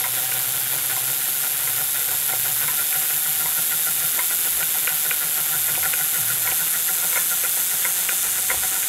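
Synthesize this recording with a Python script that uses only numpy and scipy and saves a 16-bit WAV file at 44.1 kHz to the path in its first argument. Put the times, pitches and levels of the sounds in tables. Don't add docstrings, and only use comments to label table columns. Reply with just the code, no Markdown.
import sys
import numpy as np
from scipy import signal
from scipy.fft import rfft, irfft
from scipy.io import wavfile

SR = 44100
rng = np.random.default_rng(int(sys.argv[2]) if len(sys.argv) > 2 else 0)


def file_out(sig):
    cols = np.atleast_2d(sig).T
    lim = np.clip(cols, -1, 1)
    pcm = np.round(lim * 32767).astype(np.int16)
    wavfile.write(sys.argv[1], SR, pcm)


N = 391608
TIME = np.arange(N) / SR
FREQ = np.maximum(np.fft.rfftfreq(N, 1 / SR), 1)
SECTOR_COUNT = 24


def undb(db):
    return 10 ** (np.asarray(db) / 20)


def unit(x):
    return x / np.sqrt(np.mean(x ** 2))


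def curves(table):
    seconds, *columns = np.transpose(table)
    return [np.interp(TIME, seconds, column) for column in columns]


def cyclic(phase, table):
    return undb(np.interp(phase, *np.transpose(table), period=1))


def filtered(x, response):
    return irfft(rfft(x) * response, N)


def colour(points):
    hz, db = np.transpose(points)
    return undb(np.interp(np.log(FREQ), np.log(hz), db))


def resonance(hz, width):
    return 1 / (1 + 1j * (FREQ ** 2 - hz ** 2) / (FREQ * width))


def body(modes):
    return sum((-1) ** k * undb(db) * resonance(hz, width) for k, (hz, width, db) in enumerate(modes))


def noise():
    return rng.standard_normal(N)


def wander(hz):
    return unit(filtered(noise(), 1 / (1 + (FREQ / hz) ** 4)))


def grains(per_s):
    return unit((rng.random(N) < per_s / SR) * noise())


def add(track, start_s, sound):
    start = max(int(start_s * SR), 0)
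    track[start:start + len(sound)] += sound[:N - start]


def ring(modes, low_db_per_octave=0, attack_s=0.00043, detune=0.0056):
    hz, t60, db, arrival_ms = np.transpose(modes)[:, :, None]
    t = np.maximum(TIME[:SR // 5] - arrival_ms / 1000, 0)
    hz = hz * (1 + detune * rng.standard_normal(hz.shape))
    gain = undb(db + low_db_per_octave * np.log2(hz.max() / hz))
    envelope = np.exp(-np.log(1000) * t / t60) * (1 - np.exp(-t / attack_s))
    blow = (gain * np.sin(2 * np.pi * hz * t) * envelope).sum(0)
    return blow / np.abs(blow).max()


# share of the sector, contact in dB.
FOIL_CONTACT = [(0, 8.5), (.11, 10), (.25, 5.9), (.5, 7.5), (.68, 2.5), (.88, 3)]
# frequency in Hz, level in dB.
HISS_COLOUR = [(1410, -29), (2400, -10), (2660, -11), (3610, -6.5), (4350, -10.5), (5500, -10),
               (7240, -10.5), (9230, -8), (11300, 2.5), (13700, -1), (15600, -9)]
# time in seconds, top band level in dB, middle band level in dB.
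HISS_LEVELS = [(0, -24.5, -31.5), (1.5, -23.8, -30.5), (3.2, -22.5, -30), (4.3, -22.5, -29),
               (5.2, -23.5, -30.5), (5.6, -22.9, -29.5), (7.6, -23.5, -28), (8.2, -25, -27.5),
               (8.88, -25.5, -27.5)]


def brushes(sectors):
    index = sectors.astype(int)
    foil_db = 0.37 * rng.standard_normal(SECTOR_COUNT)[index % SECTOR_COUNT]
    chance_db = .5 * noise()[index]
    contact = cyclic(sectors, FOIL_CONTACT) * undb(foil_db + chance_db)
    wire = 1 + 0.19 * resonance(3350, 340) + 0.49 * resonance(7400, 340) + 0.068 * resonance(11800, 400)
    response = colour(HISS_COLOUR) * wire
    above_low, above_middle = (1 / (1 + (hz / FREQ) ** 24) for hz in (6000, 9800))
    soft_scratch = contact ** 0.87 * (noise() + 0.22 * grains(per_s=3000))
    scratch = contact * (noise() + 0.43 * grains(per_s=5000))
    low = filtered(soft_scratch, response * np.sqrt(1 - above_low))
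    middle = filtered(scratch, response * above_low * (1 - above_middle))
    top = filtered(scratch, response * above_middle)
    top_db, middle_db = curves(HISS_LEVELS)
    return unit(low) * undb(-34) + unit(middle) * undb(middle_db) + unit(top) * undb(top_db)


# time in seconds, delay of the disc's reflection in ms,
# gain of that reflection, gain of the brush holder's ring.
MICROPHONE_PATH = [(0, 1.345, .12, .1), (2, 1.355, .15, 0), (3.3, 1.365, .19, 0), (5.2, 1.37, .17, .05),
                   (6, 1.38, .2, .2), (7, 1.402, .25, .45), (8, 1.398, .24, .6), (8.5, 1.38, .17, .45),
                   (8.88, 1.34, .1, .1)]


def microphone_drift(hiss):
    delay_ms, reflection_gain, holder_gain = curves(MICROPHONE_PATH)
    holder = filtered(hiss, 1.1 * resonance(6210, 170) + 0.9 * resonance(8900, 260))
    direct = hiss + holder_gain * holder
    return direct + reflection_gain * np.interp(TIME - delay_ms / 1000, TIME, direct)


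# share of the turn, rubbing pressure in dB.
TURN_PRESSURE = [(0, 0), (.08, -5.5), (.18, -13), (.27, -8.5), (.35, -14), (.53, -11), (.68, -13),
                 (.79, -9), (.855, .5), (.915, 2.5)]


def wobble(sectors, imbalance, lag_turns=0):
    return cyclic(sectors / SECTOR_COUNT - lag_turns, TURN_PRESSURE) ** imbalance


# frequency in Hz, width in Hz, level in dB.
DISC_MODES = [(1396.5, 30, 8.5), (1498, 23, 5.5), (1678, 64, -4.5), (1890, 160, -3), (2033, 120, -3.5),
              (2500, 69, -7)]
# time in seconds, gain in dB.
RUB_LEVELS = [(0, -42.5), (1.3, -41), (4.2, -38.2), (4.6, -40), (5.3, -39.2), (5.8, -36.5), (7.5, -37),
              (8.1, -40), (8.88, -40.4)]


def disc_rub(sectors, imbalance):
    pressure = imbalance ** .5 * wobble(sectors, imbalance) * undb(1.2 * wander(hz=27))
    friction = pressure * (noise() + 0.9 * grains(per_s=280))
    low_cut = 1 / (1 + (1250 / FREQ) ** 12)
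    rub_db, = curves(RUB_LEVELS)
    return unit(filtered(friction, body(DISC_MODES) * low_cut)) * undb(rub_db)


# start in seconds, length in seconds, strength in dB.
SHUDDER_SPELLS = [(0, 1.12, -3.5), (1.655, 0.17, -2), (2.1, 0.09, -1), (2.39, 0.25, -0.5),
                  (3.383, 0.071, -5), (3.97, .08, -5), (5.59, .22, -1), (6.21, .26, 1), (8.36, .25, -9)]


def frame_shudder(attack_s=0.043, release_s=0.039):
    shudder = np.zeros(N)
    for start, length, db in SHUDDER_SPELLS:
        rise = np.minimum(TIME - start, 0) / attack_s
        fall = np.maximum(TIME - start - length, 0) / release_s
        shudder += undb(db) * np.exp(rise - fall)
    return shudder


# frequency in Hz, width in Hz, level in dB.
STAND_MODES = [(347, 60, -8.5), (502, 41, -1.5), (603, 108, -6.5), (754.7, 26.3, 6), (833, 77, -7),
               (936, 81, -2), (1024, 11, -11)]


def stand_shake(sectors, imbalance, shudder):
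    sway = wobble(sectors, imbalance, lag_turns=0.05) ** .65 * undb(1.1 * wander(hz=12))
    shaking = sway * (noise() + 0.72 * grains(per_s=180))
    return unit(filtered(shaking, body(STAND_MODES))) * undb(-44.5 + shudder)


def table_drone(sectors, sector_hz, imbalance, shudder, note_hz=152.5, reach_hz=15.6):
    roughness = unit(filtered(noise(), resonance(note_hz, 69)))
    push = np.sin(2 * np.pi * sectors) + 0.91 * roughness
    rocking = wobble(sectors, imbalance, lag_turns=0.15)
    drone = filtered(rocking * push, resonance(note_hz, 55) ** 2)
    off_note = 1 - np.exp(-((sector_hz - note_hz) / reach_hz) ** 2)
    return unit(drone) * undb(-50.5 + 2.5 * shudder - 6.5 * off_note)


def motor_hum(shudder, motor_hz=60.1):
    phase = 2 * np.pi * motor_hz * TIME + .7 * wander(hz=7.7)
    hum = np.sin(2 * phase) + undb(-23) * np.sin(phase)
    gain = undb(-62) + undb(-45.5) * shudder
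    return hum * gain * undb(1.7 * wander(hz=7.8))


# frequency in Hz, width in Hz, level in dB.
PANEL_MODES = [(130.8, 7.3, 4.5), (192, 71, -11.5), (512, 21, -3.5), (776, 30, 3)]


def panel_buzz(sectors):
    pulses = sum(np.sin(2 * np.pi * k * sectors) for k in range(1, 8))
    uneven_pulses = pulses * undb(2.7 * wander(hz=13))
    return unit(filtered(uneven_pulses, body(PANEL_MODES))) * undb(-50.5)


# frequency in Hz, level in dB.
WHIRR_COLOUR = [(15, -49), (25, -17), (75, -11.5), (153, -8.5), (231, -8), (499, -7), (602, -11), (757, -6),
                (1080, -6.5), (1270, -2.5), (1410, 2), (1600, 0.5), (3600, -6), (4680, -31), (7920, -120)]


def belt_whirr():
    rush = filtered(noise() + .5 * grains(per_s=930), colour(WHIRR_COLOUR))
    return unit(rush) * undb(-37.5 + 2 * wander(hz=42))


def rumble(shudder):
    level_db = -62.5 + 2 * shudder + 3 * wander(hz=6.8)
    return unit(filtered(noise(), resonance(65, 170) ** 2)) * undb(level_db)


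# frequency in Hz, seconds to fall 60 dB, level in dB, arrival in ms.
HUB_MODES = [(523, 0.038, -10.5, 0.37), (1367, 0.05, -4.5, 0), (1538, 0.06, -9, 0.87),
             (1883, 0.083, -7, 0.52), (2122, 0.022, 7.5, 0.62)]
AXLE_MODES = [(977, 0.084, -3, 0.69), (1052, 0.18, -11.5, 0.82)]
# start in seconds, level in dB, axle ring and rebound in dB
# relative to that level, rebound delay in ms.
HUB_CLUNKS = [(0.04, -17, -8.5, -4, 18), (.964, -23, -5.5, -8, 12), (1.673, -19.5, -16.5, -7, 4.4),
              (2.326, -20.5, -19, -6, 6.3), (2.681, -16.5, -10.5, -13, 6.6), (3.458, -21.5, -7, -12, 9),
              (4.191, -13.5, -12, -13, 9), (5.68, -25, -9, -1, 9.5), (5.829, -17, -16, -2, 26),
              (6.473, -14, -14, -5, 14), (7.128, -22, -12, -10, 8), (7.157, -14.5, -11, 1.5, 16),
              (7.85, -10.5, -19, -15, 10), (8.501, -10, -14.5, -4.5, 11.4)]


def hub_clunks():
    track = np.zeros(N)
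    for start, db, axle_db, rebound_db, rebound_ms in HUB_CLUNKS:
        add(track, start, undb(db) * ring(HUB_MODES, attack_s=0.00094, detune=0.023))
        add(track, start, undb(db + axle_db) * ring(AXLE_MODES, attack_s=0.0017))
        rebound = ring(HUB_MODES, low_db_per_octave=4.5, attack_s=0.0014, detune=0.022)
        add(track, start + rebound_ms / 1000, undb(db + rebound_db) * rebound)
    return track


# start in seconds, peak level in dB.
STAND_THUDS = [(0.061, -28), (0.971, -27), (1.812, -31), (2.333, -20.5), (3.454, -28), (4.182, -24),
               (5.69, -26), (5.775, -21.5), (6.519, -23.5), (7.16, -27), (7.57, -28), (7.882, -30),
               (8.54, -22)]


def stand_thuds():
    blows = np.zeros(N)
    for start, db in STAND_THUDS:
        add(blows, start, undb([db]))
    response = body(STAND_MODES)
    peak = np.abs(irfft(response)).max()
    return filtered(blows, response / peak)


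# frequency in Hz, seconds to fall 60 dB, level in dB, arrival in ms.
ARM_MODES = [(2820, 0.0092, 4.5, -0.5), (2410, 0.014, 2.5, 2.9), (2015, 0.022, 0, -0.5),
             (1496, 0.024, 2, 4), (1490, 0.022, -9, 3), (504, 0.039, -18, 2.5)]
# start in seconds, level in dB, lift of the low modes in dB per octave.
ARM_CLICKS = [(0.3177, -18, 3.5), (2.0118, -24, 6), (2.0853, -22, 5), (2.6165, -25, -3),
              (2.9248, -18.5, -1), (4.626, -17.5, 0), (4.873, -11.5, 2), (5.1092, -12, 1.5),
              (5.7535, -18, -10), (5.934, -14.5, 2.5), (6.5148, -18, -15), (7.435, -19.5, 7.5),
              (8.089, -12, 1.5), (8.8283, -22.5, 1)]


def arm_clicks():
    track = np.zeros(N)
    for start, db, lift in ARM_CLICKS:
        add(track, start, undb(db) * ring(ARM_MODES, low_db_per_octave=lift))
    return track


# centre in seconds, level in dB, pitch in Hz.
HANDLING_BUMPS = [(1.9, -53, 65), (2.53, -56, 70), (3.47, -56, 60), (4.56, -49, 29), (5.82, -49, 70),
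                  (6.53, -51, 65), (8.36, -55, 60), (8.57, -45.5, 70)]


def handling_bumps(swell_s=0.072):
    track = np.zeros(N)
    for centre, db, hz in HANDLING_BUMPS:
        swell = np.exp(-((TIME - centre) / swell_s) ** 2)
        track += unit(filtered(noise(), resonance(hz, width=70) ** 2)) * undb(db) * swell
    return track


def room(direct, t60_s, wet_db):
    t = TIME[:SR // 2]
    tail = rng.standard_normal(len(t)) * np.exp(-np.log(1000) * t / t60_s) * (t > .005)
    return direct + undb(wet_db) * signal.fftconvolve(direct, tail / np.linalg.norm(tail))[:N]


# time in seconds, sectors passing a brush per second.
DISC_SPEED = [(0.0, 125.83), (0.76, 133.9), (1.02, 132.46), (1.66, 141.19), (2.24, 141.05), (3.24, 155.28),
              (3.54, 156.17), (4.4, 168.04), (4.78, 160.09), (5.0, 150.73), (5.24, 149.21), (5.62, 156.05),
              (6.04, 155.12), (6.96, 169.03), (7.98, 182.76), (8.16, 182.71), (8.88, 192.67)]


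def scene():
    sector_hz, = curves(DISC_SPEED)
    sectors = np.cumsum(sector_hz) / SR
    imbalance = np.minimum(sector_hz / 155, 1.1) ** 2
    shudder = frame_shudder()
    hiss = microphone_drift(brushes(sectors))
    rubbing = disc_rub(sectors, imbalance) + stand_shake(sectors, imbalance, shudder)
    drone = table_drone(sectors, sector_hz, imbalance, shudder)
    drive = motor_hum(shudder) + panel_buzz(sectors) + belt_whirr() + rumble(shudder)
    bumps = handling_bumps()
    knocks = room(hub_clunks() + stand_thuds() + arm_clicks(), t60_s=.2, wet_db=-12)
    return (hiss + rubbing + drone + drive + bumps + knocks)[None]


def record(dry):
    top_hz = 15680
    return signal.sosfilt(signal.ellip(12, .1, 90, top_hz, fs=SR, output="sos"), dry)


dry = scene()
out = record(dry)
file_out(out)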